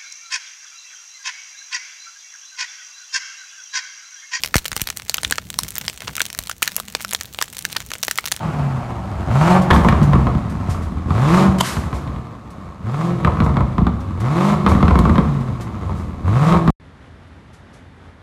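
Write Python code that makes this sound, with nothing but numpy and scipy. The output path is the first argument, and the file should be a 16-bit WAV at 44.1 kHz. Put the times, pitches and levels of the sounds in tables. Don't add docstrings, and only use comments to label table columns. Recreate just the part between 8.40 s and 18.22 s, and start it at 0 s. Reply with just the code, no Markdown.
import sys
import numpy as np
from scipy import signal
from scipy.fft import rfft, irfft, next_fast_len
from scipy.io import wavfile
from scipy.ndimage import uniform_filter1d, minimum_filter1d

SR = 44100
rng = np.random.default_rng(int(sys.argv[2]) if len(sys.argv) > 2 else 0)


def persist_wave(psi):
    counts = np.round(np.clip(psi, -1, 1) * 32767).astype(np.int16)
    wavfile.write(sys.argv[1], SR, np.atleast_2d(counts).T)


N = 433062
TIME = np.arange(N) / SR

CYLINDER_DB = [0.5, 0.5, -1.5, -3, 2.5, 3.5, 2, 1.5]
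# opens/s, crest/s, target firing rate/Hz, note/dB, rasp/dB, rush/dB
THROTTLE_BLIPS = [(0.881, 1.108, 195, -12.5, -16.5, -30), (2.668, 2.989, 202.9, -13, -17, -29),
                  (4.427, 4.65, 184.4, -20, -27, -40.5), (5.772, 6.074, 216.3, -15.5, -20.5, -33.5),
                  (7.835, 8.089, 179.5, -13, -20, -34.5)]
# start/s, end/s, note lift/dB, rumble lift/dB, rasp lift/dB
SMOULDERS = [(1.305, 1.816, 2.5, 5.5, 2.5), (4.873, 5.242, -1, 2.5, 1), (6.26, 6.784, -2, 7, 2.5)]


def amp(db):
    return 10 ** (np.asarray(db) / 20)


def unit(x):
    return x / np.sqrt(np.mean(x ** 2) + 1e-20)


def read(points, hz):
    f, value = np.transpose(points)
    return np.interp(np.log(hz + 1), np.log(f + 1), value)


def add(mix, s, sound):
    part = mix[round(s * SR):][:len(sound)]
    part += sound[:len(part)]


def gate(start, end, rise, fall):
    return np.clip((TIME - start) / rise, 0, 1) * np.clip(1 - (TIME - end) / fall, 0, 1)


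def wander(rate_hz):
    hz = np.fft.rfftfreq(N // 64, 64 / SR)
    slow = irfft(rfft(rng.standard_normal(N // 64)) / (1 + (hz / rate_hz) ** 4))
    return unit(np.interp(np.arange(N) / 64, np.arange(len(slow)), slow))


def colour(x, points, size=8192):
    hz = abs(np.fft.fftfreq(size, 1 / SR)) + 1
    octaves_out = np.maximum(np.log2(points[0][0] / hz), 0) + np.maximum(np.log2(hz / points[-1][0]), 0)
    log_gain = np.log(amp(np.maximum(read(points, hz) - 30 * octaves_out, -100)))
    taps = np.fft.ifft(np.exp(np.conj(signal.hilbert(log_gain)))).real[:size // 2]
    return signal.oaconvolve(x, taps / np.linalg.norm(taps))[:len(x)]


def low_pass(x, edge_hz):
    return signal.oaconvolve(x, signal.firwin(511, edge_hz, window=("kaiser", 9), fs=SR), "same")


def ringing(modes, t):
    return sum(amp(db) * np.exp(-t / decay) * np.sin(2 * np.pi * hz * t) for hz, db, decay in modes)


def street_echo(x, echoes_per_s=2000):
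    # f/Hz, t60/s
    reverb_times = [(60, .25), (250, 0.99), (1000, 0.63), (4000, 0.51), (12000, 0.53)]
    taps = rng.standard_normal(SR) * (rng.random(SR) < echoes_per_s / SR)
    taps[:int(.005 * SR)] = 0
    hz, t, bands = signal.stft(taps, SR, nperseg=256)
    fade = amp(-60 * t / read(reverb_times, hz)[:, None])
    tail = signal.istft(bands * fade, SR, nperseg=256)[1]
    return signal.fftconvolve(x, tail / np.linalg.norm(tail))[:N]


def hisses(bursts):
    # f/Hz, level/dB
    air_eq = [(500, -17), (1300, 18), (3000, 7.5), (5000, 7.5), (7000, 6), (10000, 2), (13500, -4)]
    t, level = np.arange(SR) / SR, np.zeros(N)
    for s, db, decay in bursts:
        rise = decay ** 2 / 0.1
        shape = (1 - np.exp(-(t / rise) ** 2)) * np.exp(-t / decay)
        add(level, s, amp(db) * shape / shape.max())
    return colour(level * rng.standard_normal(N), air_eq)


def shoe_scuffs():
    # t/s, level/dB, decay/s
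    scuffs = [(8.872, -62, .012), (9.125, -52, 0.033), (9.323, -52.5, 0.038)]
    return hisses(scuffs)


def distant_idle(level_db=-44, waver_db=.8):
    # f/Hz, level/dB
    wash_eq = [(15, -41), (25, -18), (72, -1), (233, -8.5), (272, -10.5), (293, -13), (431, -16),
               (1860, -21), (2530, -29), (3530, -31), (3820, -34), (6370, -43), (9370, -48), (10600, -49),
               (11500, -50), (15000, -73), (22000, -120)]
    # f/Hz, level/dB
    tones = [(57.5, -58), (86.1, -51.5), (107, -63), (269.2, -60), (3612, -77)]
    hum = amp(level_db + waver_db * wander(7.5)) * unit(colour(rng.standard_normal(N), wash_eq))
    for hz, db in tones:
        hum += np.sqrt(2) * amp(db + 2.2 * wander(5)) * np.sin(2 * np.pi * hz * TIME + 0.52 * wander(3))
    return hum


def puffs_and_ticks():
    # t/s, level/dB, decay/s
    bursts = [(1.215, -34.5, 0.018), (1.305, -28, .009), (1.325, -31, 0.039), (1.43, -41, 0.033),
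              (1.486, -26.5, 0.004), (1.625, -33.5, .019), (2.095, -42, 0.018), (2.288, -35.5, .037),
              (2.41, -46.5, .04), (3.184, -26.5, 0.0097), (3.215, -25.5, 0.066), (3.53, -42, .04),
              (4.102, -47.5, 0.018), (5.03, -43, 0.03), (5.6, -48, .02), (5.8, -38, 0.016),
              (6.275, -34, 0.038), (6.588, -25, .007), (7.0, -49, 0.019), (7.203, -39.5, .025),
              (7.535, -49.5, 0.063)]
    return hisses(bursts)


def valve_snap(at_s=3.211, snap_db=-5.5, squeak_db=-18, squeak_hz=3070):
    # f/Hz, width/Hz, level/dB
    valve_modes = [(600, 540, -5), (1050, 290, 7.5), (2960, 180, 2.5), (3900, 1000, -16), (6414, 3000, -8),
                   (11000, 5200, -25)]
    t = TIME - at_s
    snap = np.exp(-abs(t) / np.where(t < 0, .004, .0026))
    swell = np.exp(-abs(t) / np.where(t < 0, .0075, .001))
    squeak = swell * np.sin(2 * np.pi * squeak_hz * t + 0.2 * wander(90))
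    noise, ring = rng.standard_normal(N), np.zeros(N)
    for hz, width, db in valve_modes:
        ring += amp(db) * unit(signal.lfilter(*signal.iirpeak(hz, hz / width, fs=SR), noise))
    return amp(snap_db) * snap * unit(ring) + amp(squeak_db) * squeak


def sputter(pops_per_s=11, thump_db=-15, crack_db=-26, bark_db=-47):
    cues = []
    for start, end, *_ in SMOULDERS:
        for k, (late, size) in enumerate(rng.random((20, 2))):
            s = start + (k + late) / pops_per_s
            spread_db = 2 * size - 1
            if s < end:
                cues.append((s, thump_db + spread_db, crack_db + spread_db, bark_db + spread_db))
    return cues


def afterfire(start_hz=290, end_hz=62, glide_s=0.01204, full_pop_db=-8):
    # t/s, thump/dB, crack/dB, bark/dB
    backfires = [(1.304, -16, -10, -19), (1.309, -9, -7.5, -10.5), (1.333, -9, -18.5, -25),
                 (1.349, -11, -18, -32), (1.362, -7, -16.5, -21.5), (1.448, -9.5, -11.5, -36),
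                 (1.462, -6, -34, -44), (1.486, -9.5, -14.5, -16), (1.525, -10, -18, -25),
                 (1.616, -7.5, -26, -35), (1.733, -12.5, -16.5, -25.5), (1.755, -8, -18, -58),
                 (1.869, -10, -16.5, -33.5), (1.951, -9.5, -30, -38), (2.29, -15.5, -31, -57),
                 (2.346, -21, -27.5, -54.5), (2.706, -12, -21, -35), (3.083, -9, -30, -54),
                 (3.368, -13.5, -26, -30.5), (3.436, -18, -39, -38), (3.529, -15, -25.5, -35.5),
                 (3.675, -18, -41, -41), (3.761, -23, -43, -45), (4.848, -10, -16.5, -20),
                 (4.874, -13.5, -13, -46.5), (5.003, -9, -19, -26.5), (5.021, -12, -20.5, -46),
                 (5.064, -10, -19, -41), (5.169, -9.5, -17.5, -30), (5.207, -8, -19, -35),
                 (5.382, -9.5, -18, -33), (5.417, -8, -36, -44), (5.468, -9.5, -18.5, -31),
                 (6.264, -9.5, -10.5, -21), (6.277, -14.5, -16, -32.5), (6.318, -11, -15, -32),
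                 (6.35, -9.5, -37, -31), (6.428, -4, -14, -26.5), (6.481, -9, -17, -23.5),
                 (6.509, -13, -15.5, -42.5), (6.556, -7, -14.5, -28), (6.59, -8.5, -19, -30),
                 (6.654, -9, -14.5, -38), (6.695, -7.5, -17, -29), (6.756, -9.5, -19.5, -28),
                 (6.781, -5.5, -14, -25.5), (7.495, -20, -26.5, -48), (8.125, -22.5, -12.5, -29),
                 (8.277, -7.5, -15.5, -25.5), (8.294, -11.5, -19.5, -46)]
    # f/Hz, level/dB, decay/s
    pipe_modes = [(61.3, -6.5, 0.029), (145.1, -20, 0.04), (215.6, -17.5, 0.04)]
    # f/Hz, level/dB, decay/s
    tailpipe_modes = [(740, -6.5, 0.0046), (1088.5, 2.5, 0.006), (1282, -8, 0.006), (2176, -18.5, 0.0074)]
    # f/Hz, level/dB
    crack_eq = [(200, -24.5), (400, 4.5), (700, -4.5), (880, 0.5), (1130, 0), (1330, -3), (1600, -21.5),
                (2100, -21), (2700, -30.5), (5000, -68)]
    bark_eq = [(1200, 6.5), (1850, 10.5), (2250, 4), (2650, 0), (3250, 0.5), (3900, -3), (4700, -14.5),
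               (7000, -22), (14000, -30.5)]
    t = np.arange(int(.2 * SR)) / SR
    wash = 0.31 * (1 - np.exp(-t / 0.0071)) * np.exp(-t / 0.026)
    pops = np.zeros(N)
    for s, thump_db, crack_db, bark_db in backfires + sputter():
        chance, grit = rng.standard_normal(2), rng.standard_normal((2, len(t)))
        heat = np.exp(0.059 * chance[1])
        top_hz = start_hz * 2 ** (0.12 * min(thump_db - full_pop_db, 0))
        glide = np.exp(-t / (glide_s * np.exp(0.23 * chance[0])))
        hz = heat * (end_hz + (top_hz - end_hz) * glide)
        slug = np.exp(-t / 0.022) * np.sin(2 * np.pi * np.cumsum(hz) / SR)
        attack = 1 - np.exp(-(t / 0.0027) ** 2)
        thump = attack * (slug + ringing(pipe_modes, heat * t))
        blast = colour(grit[0] * (np.exp(-t / 0.0028) + 2.75 * wash), crack_eq, size=2048)
        crack = unit(ringing(tailpipe_modes, heat * t)) + 0.92 * unit(blast)
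        bark = colour(5 * (t == 0) + grit[1] * (np.exp(-t / 0.004) + 0.3 * wash), bark_eq, size=2048)
        add(pops, s, -amp(thump_db - 12) * unit(thump))
        add(pops, s, amp(crack_db - 12.5) * unit(crack) + amp(bark_db - 13) * unit(bark))
    return pops


def firing_rate(start_hz=163.1, tickover_hz=79.17, climb_hz_per_s=425, sag_hz_per_s=88):
    crest_knee_hz, settle_knee_hz = 21.97, 6
    hz = start_hz - sag_hz_per_s * TIME
    for _, crest, target_hz, *_ in THROTTLE_BLIPS:
        t = TIME - crest
        shortfall = np.logaddexp(-climb_hz_per_s * t / crest_knee_hz, sag_hz_per_s * t / crest_knee_hz)
        hz = np.maximum(hz, target_hz - crest_knee_hz * shortfall)
    return settle_knee_hz * np.logaddexp(hz / settle_knee_hz, tickover_hz / settle_knee_hz)


def coasting(firing_hz, rush_re_rasp_db=-18):
    # start/s, note/dB, rumble/dB, rasp/dB
    run_downs = [(0, -29, -27.5, -29), (1.1, -26, -24.5, -29.5), (3.15, -43, -29.5, -34.5),
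                 (3.8, -42.5, -35, -37.5), (4.65, -28, -27.5, -34), (6.07, -28.5, -26, -32),
                 (7.15, -29, -26.5, -32)]
    # firing rate/Hz, lift/dB
    boom = [(80, -3), (92, 4.5), (106, -5.5), (124, 2), (141, 8.5), (160, -1), (185, -12.5)]
    # firing rate/Hz, lift/dB
    rasp_lift = [(80, -4.5), (92, 0), (108, -2.5), (135, 0), (160, 2.5), (190, 3)]
    rows = np.array(run_downs)
    current = np.searchsorted(rows[1:, 0], TIME)
    levels = uniform_filter1d(rows[current, 1:].T, size=3000)
    for start, end, *lift_db in SMOULDERS:
        levels += np.outer(lift_db, gate(start, end, rise=0.048, fall=0.24))
    note_db, rumble_db, rasp_db = levels
    rasp_db = rasp_db + read(rasp_lift, firing_hz)
    return amp([note_db + read(boom, firing_hz), rumble_db, rasp_db, rasp_db + rush_re_rasp_db])


def pulling(attack_s=0.037, hold_s=0.058, release_s=0.054, fuel_cut_s=0.22):
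    load, gains = np.zeros(N), np.zeros((4, N))
    top_rasp_db = max(blip[4] for blip in THROTTLE_BLIPS)
    for opens, crest, _, note_db, rasp_db, rush_db in THROTTLE_BLIPS:
        before, after = np.maximum(crest - TIME, 0), np.maximum(TIME - crest, 0)
        pull = gate(opens, crest + hold_s, attack_s, release_s)
        build = gate(opens, crest + hold_s, rise=0.05, fall=release_s)
        linger = (1 - pull) * gate(crest, crest + fuel_cut_s, attack_s, attack_s) * amp(-10.5)
        shudder = np.sin(np.pi * pull) * amp(np.where(TIME < crest, -24, -22.5) + rasp_db - top_rasp_db)
        load += pull
        gains += [(build + linger) * amp(note_db - 8.4 * before),
                  pull * amp(note_db - 14) + shudder,
                  pull * amp(rasp_db - 31 * before - 6 * after),
                  pull * amp(rush_db - 52.6 * before - 77 * after)]
    return load, gains


def by_load(load, shut, wide_open):
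    return shut + load * (wide_open - shut)


def firing_note(firings, firing_hz, load):
    # multiple of the four-stroke cycle rate (8 = firing rate), shut level/dB, open level/dB
    partials = [(3, -19.5, -43), (4, -28, -49.5), (5, -49, -16.5), (6, -6, -12), (7, -16, -34),
                (9, -25.5, -18), (12, -24, -23.5), (14, -18.5, -22), (16, -18.5, -18), (24, -25, -28.5)]
    # f/Hz, gain/dB
    pipe_eq = [(60, 1), (100, -14), (143, 6.5), (200, 5.5), (280, -4), (335, 7.5), (352, 7.5), (372, -3),
               (420, -4.5), (520, 3.5)]
    cycle_phase = 2 * np.pi * firings / len(CYLINDER_DB)
    note = np.sin(2 * np.pi * firings) * amp(by_load(load, 2.5, 1.5) * wander(24))
    for order, shut_db, open_db in partials:
        pipe_db = read(pipe_eq, order * firing_hz / len(CYLINDER_DB))
        gain = amp(by_load(load, shut_db, open_db) + pipe_db + 2.9 * wander(4.2))
        note += gain * np.sin(order * cycle_phase + 2 * np.pi * rng.random())
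    return np.sqrt(2) * note


def exhaust_pulses(firings, scatter_db=3, bank_lag_s=0.00025):
    at = np.flatnonzero(np.diff(np.floor(firings)))
    cylinder = np.arange(len(at)) % len(CYLINDER_DB)
    chance = rng.standard_normal(N // 100)[:len(at)]
    late = np.round(bank_lag_s * SR * (cylinder % 2)).astype(int)
    clicks = np.zeros(N)
    clicks[np.clip(at + late, 0, N - 1)] = amp(np.take(CYLINDER_DB, cylinder) + scatter_db * chance)
    return clicks


def turbulence(clicks, decay_s, steady):
    flare = signal.lfilter([1], [1, -np.exp(-1 / (decay_s * SR))], clicks)
    return unit((unit(flare) + steady) * rng.standard_normal(N))


def silencer_smear(x, spread_s=0.0051, ripple_hz=310):
    size = next_fast_len(N + SR // 10)
    hz = np.fft.rfftfreq(size, 1 / SR)
    delay = spread_s * (1 + np.sin(2 * np.pi * hz / ripple_hz) * np.cos(np.sqrt(hz))) / 2
    return irfft(rfft(x, size) * np.exp(-2j * np.pi * np.cumsum(delay) * hz[1]), size)[:N]


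def exhaust_rasp(clicks, firing_hz, load):
    # f/Hz, level/dB
    close_eq = [(280, -20.5), (360, -5), (460, -8.5), (610, -0.5), (800, 0), (1050, -3), (1280, -4.5),
                (1650, -13), (2300, -18), (3200, -30.5), (5000, -50.5)]
    behind_eq = [(280, 0), (340, -5), (430, -1.5), (560, -2), (760, -3.5), (930, -3.5), (1090, 2.5),
                 (1170, 0), (1280, -1.5), (1420, -10), (1750, -13.5), (2250, -15), (2900, -30), (3700, -25),
                 (5000, -41)]
    grit = turbulence(clicks, decay_s=0.0045, steady=by_load(load, 1.15, 1))
    hardness = by_load(load, .3, 1) * np.minimum(firing_hz / 160, 1)
    drive = hardness * unit(silencer_smear(clicks)) + by_load(load, .8, .68) * grit
    behind = np.clip((TIME - 1.15) / 2.2, 0, 1)
    return (1 - behind) * unit(colour(drive, close_eq)) + behind * unit(colour(drive, behind_eq))


def engine():
    # f/Hz, level/dB
    rumble_eq = [(22, -46), (35, -6), (50, -10.5), (65, 4), (100, -2), (150, -1.5), (200, 0), (260, -8),
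                 (310, -10.5), (400, -19.5), (700, -36.5)]
    rush_eq = [(1200, -28), (2500, 9.5), (4000, 5.5), (5200, 1.5), (7000, 0.5), (10000, -6.5),
               (13500, -12.5)]
    firing_hz = firing_rate()
    load, pull_gains = pulling()
    note_gain, rumble_gain, rasp_gain, rush_gain = pull_gains + (1 - load) * coasting(firing_hz)
    firings = np.cumsum(firing_hz * (1 + .005 * wander(25))) / SR
    note = firing_note(firings, firing_hz, load)
    clicks = exhaust_pulses(firings) / np.sqrt(firing_hz)
    throb = 0.18 * unit(clicks) + turbulence(clicks, decay_s=0.0041, steady=0.44)
    rumble = unit(colour(throb, rumble_eq))
    rasp = exhaust_rasp(clicks, firing_hz, load)
    rush = unit(colour(turbulence(clicks, decay_s=0.0029, steady=2.5), rush_eq))
    return note * note_gain + rumble * rumble_gain, rasp * rasp_gain + rush * rush_gain


def scene(cut_s=8.304, idle_from_s=8.399):
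    bass, roar = engine()
    pops = afterfire()
    air = puffs_and_ticks() + valve_snap()
    echo = street_echo(amp(-8.5) * roar + amp(-7.5) * pops + amp(-11.5) * air)
    revving = bass + amp(-2.5) * roar + pops + air + echo
    idling = low_pass(distant_idle() + shoe_scuffs(), edge_hz=11700)
    return (revving * (TIME < cut_s) + idling * (TIME > idle_from_s))[None]


def record(dry, low_cut_hz=34, ceiling=.71, high_cut_hz=14100):
    sound = signal.sosfilt(signal.butter(2, low_cut_hz, "highpass", fs=SR, output="sos"), dry[0])
    gain = np.minimum(1, ceiling / (abs(sound) + 1e-9))
    gain = uniform_filter1d(minimum_filter1d(gain, size=21), size=21)
    return low_pass(sound * gain, high_cut_hz)[None]


dry = scene()
out = record(dry)
persist_wave(out)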